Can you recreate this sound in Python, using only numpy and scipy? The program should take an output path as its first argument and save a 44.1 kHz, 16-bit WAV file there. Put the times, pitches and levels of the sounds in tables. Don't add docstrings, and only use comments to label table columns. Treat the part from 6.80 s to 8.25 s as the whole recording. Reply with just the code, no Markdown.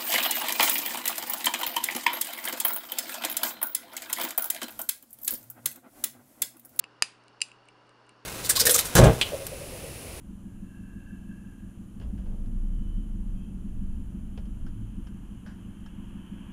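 import sys
import numpy as np
from scipy import signal
from scipy.fft import rfft, irfft
from scipy.io import wavfile

SR = 44100
rng = np.random.default_rng(int(sys.argv[2]) if len(sys.argv) > 2 else 0)


def generate_wav(signal):
    frames = np.transpose(np.atleast_2d(signal))
    scaled = np.clip(frames, -1, 1) * 32767
    pcm = np.round(scaled).astype(np.int16)
    wavfile.write(sys.argv[1], SR, pcm)


N = 63945

# (frequency [Hz], relative level [dB])
CONTACT_TONE = [(40, -19), (300, -16.5), (700, -9.5), (1300, -3.5), (3000, 1), (7000, -1), (11000, 1.5)]
# (frequency [Hz], gain [dB])
TREBLE_CUT = [(10000, 1.5), (11200, -5), (12000, -25.5), (13200, -26), (14500, -55)]


def amp(db):
    return 10 ** (np.asarray(db) / 20)


def unit(x):
    return x / np.sqrt(np.sum(x ** 2) + 1e-20)


def read(points, hz):
    f, value = np.transpose(points)
    return np.interp(np.log(hz + 1), np.log(f + 1), value)


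def add(mix, start_s, sound):
    part = mix[round(start_s * SR):][:len(sound)]
    part += sound[:len(part)]


def sharpest_pulse(gain):
    spectrum = np.exp(np.conj(signal.hilbert(np.log(gain + 1e-7))))
    return np.fft.ifft(spectrum).real[:len(gain) // 2]


def pulse(points, size=2048):
    hz = abs(np.fft.fftfreq(size, 1 / SR))
    return sharpest_pulse(amp(read(points, hz)))


def room_noise():
    # (frequency [Hz], relative level [dB])
    hush_tone = [(20, -19), (70, -21), (110, -21.5), (170, -10.5), (300, -9), (450, -8.5), (650, -10.5),
                 (1100, -8.5), (1600, -12), (1900, -18.5), (2450, -21), (3200, -25), (3800, -25),
                 (4150, -26), (4900, -27.5), (5550, -26), (5900, -32.5), (6900, -36), (7800, -41),
                 (9600, -40.5), (10600, -48.5), (11800, -63), (14000, -70.5)]
    # (frequency [Hz], width [Hz], level [dB])
    resonances = [(1005, 35, -74), (2827.9, 210, -73.5), (4502.6, 170, -79.5), (5120, 200, -84)]
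    # (frequency [Hz], level [dB])
    hum_tones = [(120, -70), (300, -75), (414, -76.5)]
    hz, t = np.fft.rfftfreq(N, 1 / SR), np.arange(N) / SR
    def noise(shape):
        return np.sqrt(N) * unit(irfft(rfft(rng.standard_normal(N)) * shape, N))
    peaks = sum(amp(db) * noise(1 / (1 + ((hz - f) / width) ** 2) ** 2) for f, width, db in resonances)
    hum = sum(amp(db) * np.sqrt(2) * np.sin(2 * np.pi * (f * t + rng.random())) for f, db in hum_tones)
    hush = amp(-61) * noise(amp(read(hush_tone, hz)))
    return hush + peaks + hum


def ring(hz, fade_s, t):
    return unit(np.cos(2 * np.pi * hz * t) * np.exp(-np.log(1000) * t / fade_s))


def case_ring(depth, size=8192):
    # (frequency [Hz], fade time [s], relative level with crown up [dB], with crown down [dB])
    tones = [(1277.8, 0.006, -22.5, -9), (1851, 0.0068, -22, -4.5), (2263.9, .010, -10.5, -8.5),
             (2564.2, 0.012, -19.5, -4), (2671.2, .017, -2, -16), (2856.6, .02, -5.5, -12),
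             (4039.9, .011, -12.5, -14.5), (4522, .008, -8, -19), (4879.9, 0.01, -3, -1.5),
             (6040.9, 0.0081, -8.5, -8.5), (6604.8, 0.0063, -30, -4.5), (7420.4, .011, -2.5, -13.5),
             (8666.3, .010, -7.5, -13), (9279.7, 0.0067, -7, -8.5), (9926.7, 0.011, -20, -13),
             (10811, .014, -19, -29.5)]
    hz, power = abs(np.fft.fftfreq(size, 1 / SR)), 0
    for f, fade_s, up, down in tones:
        offset = (hz - f) * 2 * np.pi * fade_s / np.log(1000)
        peak = 1 / (1 + offset ** 2) / (1 + (offset / 12) ** 2)
        power = power + amp(up + depth * (down - up)) ** 2 * peak / peak.mean()
    rise_s = 0.0001
    onset = 1 - np.exp(-np.arange(size // 2) / (SR * rise_s))
    return sharpest_pulse(np.sqrt(power)) * onset


def spring_ring(depth, t):
    # (frequency [Hz], fade time [s], relative level with crown up [dB], with crown down [dB])
    tones = [(2390.6, .12, -31, -23), (2520.5, 0.11, -32.5, -21.5), (2609.4, .11, -18, -22.5),
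             (2826, .06, -16.5, -28), (2943.7, .11, -29.5, -23.5), (4846.8, 0.081, -21.5, -19),
             (7599.2, .11, -25, -36)]
    return sum(amp(up + depth * (down - up)) * ring(hz, fade_s, t) for hz, fade_s, up, down in tones)


def scrape(t, decay_s):
    burst = rng.standard_normal(len(t)) * np.exp(-t / decay_s)
    return unit(signal.fftconvolve(burst, pulse(CONTACT_TONE))[:len(t)])


def shape_blow(x, level_db, body_db, middle_db, treble_db):
    bands = (1300, 2700, 4800, 8000)
    band_levels = list(zip(bands, (body_db, 0, middle_db, treble_db)))
    tone = signal.fftconvolve(pulse(band_levels), pulse(TREBLE_CUT))
    return amp(level_db + 10) * signal.fftconvolve(x, tone)


def crown():
    # (time [s], relative level [dB], crown depth [0-1], body [dB], middle [dB], treble [dB])
    blows = [(0.0407, -31, 0, 5, -6, -13), (0.2232, -5.5, 0.94, 2.5, 1, 1),
             (0.6058, -35, 0, -18, -1.5, -12), (0.6157, -18, 0.4, -9, -8.5, 3),
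             (0.6178, -12, 0.01, -12, 1.5, 0), (0.7164, -37, 0, -17.5, -14, -13)]
    # (frequency [Hz], relative level [dB])
    snap_tone = [(30, -9.5), (300, -9), (900, -8.5), (3000, -12.5), (7000, -13), (10500, -9.5),
                 (11700, -7.5), (13500, -22.5), (16500, -25)]
    near, crack, t = np.zeros(N), np.zeros(N), np.arange(SR // 5) / SR
    for start_s, level_db, depth, *tone in blows:
        metal = spring_ring(depth, t) + amp(-12.5) * scrape(t, decay_s=0.00043)
        add(metal, 0, case_ring(depth))
        add(near, start_s, shape_blow(metal, level_db, *tone))
        add(crack, start_s, shape_blow(unit(pulse(CONTACT_TONE)), level_db, *tone))
    add(near, start_s=0.2234, sound=amp(-9.5) * unit(pulse(snap_tone)))
    return near, crack


def room_tail(x, level_db):
    # (frequency [Hz], fade time [s])
    fade_times = [(300, 0.1563), (2500, 0.3885), (5000, 0.2361), (9000, 0.2546), (12000, 0.0817)]
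    # (frequency [Hz], relative level [dB])
    tone = [(100, 0), (1200, -1), (2000, -2.5), (2700, -1), (3700, -2), (4800, 1), (6000, -2), (7200, -2),
            (8000, -4.5), (9000, -3.5), (10200, -0.5), (11200, -3), (12000, -13.5), (13000, -5),
            (14000, -16)]
    hz, t, bands = signal.stft(rng.standard_normal(SR // 2), SR, nperseg=256)
    fade = np.exp(-np.log(1000) * t / read(fade_times, hz)[:, None])
    _, tail = signal.istft(bands * amp(read(tone, hz))[:, None] * fade, SR)
    response = np.zeros(SR // 2)
    add(response, start_s=0.0028, sound=amp(level_db) * unit(tail))
    return signal.fftconvolve(x, response)[:N]


def room_echoes(near, crack):
    # (delay [s], relative level [dB])
    bounces = [(.0022, -21), (.0080, -27), (0.0108, -28), (0.018, -31)]
    response = np.zeros(SR // 10)
    for delay_s, db in bounces:
        add(response, delay_s, amp(db) * pulse(TREBLE_CUT))
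    early = signal.fftconvolve(near, response)[:N]
    return early + room_tail(near, level_db=-28) + room_tail(crack, level_db=-19)


def escapement():
    # (time [s], relative level [dB], middle [dB], treble [dB])
    ticks = [(0.4379, -61, 9.5, 2), (0.4815, -50, 8.5, -2), (0.6855, -54.5, -5.5, 7),
             (0.8553, -62, -4, 1.5), (0.8862, -43, -7, -4.5), (1.0690, -63.5, -6.5, 0),
             (1.0930, -56.5, 9, 4.5), (1.2663, -60, -2, 1.5), (1.2927, -47.5, 0, 1)]
    # (frequency [Hz], fade time [s], relative level [dB])
    tones = [(2307.7, 0.033, -4), (2679.8, 0.018, -3.5), (2887.7, .035, -1), (4053.2, 0.012, -9),
             (4750, 0.0073, -10), (6233, 0.007, -12.5), (7340, 0.0046, -11), (8424, 0.0099, -4.5),
             (9323.7, 0.0089, -9), (10972, .012, -17)]
    out, t = np.zeros(N), np.arange(SR // 16) / SR
    rings = np.array([(-1) ** k * amp(db) * ring(hz, fade_s, t)
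                      for k, (hz, fade_s, db) in enumerate(tones)])
    spread_db = 2
    for start_s, level_db, middle_db, treble_db in ticks:
        strengths = amp(spread_db * rng.standard_normal(len(rings)))
        metal = strengths @ rings + amp(-12) * scrape(t, decay_s=0.0012)
        add(out, start_s, shape_blow(metal, level_db, 0, middle_db, treble_db))
    return out


def scene():
    clicks, crack = crown()
    near = clicks + escapement()
    return (near + room_echoes(near, crack) + room_noise())[None]


def record(dry):
    ceiling, cutoff_hz = 0.82, 16800
    rounded = dry / (1 + (dry / ceiling) ** 8) ** (1 / 8)
    low_pass = signal.firwin(511, cutoff_hz, window=("kaiser", 9), fs=SR)
    return signal.oaconvolve(rounded, low_pass[None], "same")


dry = scene()
out = record(dry)
generate_wav(out)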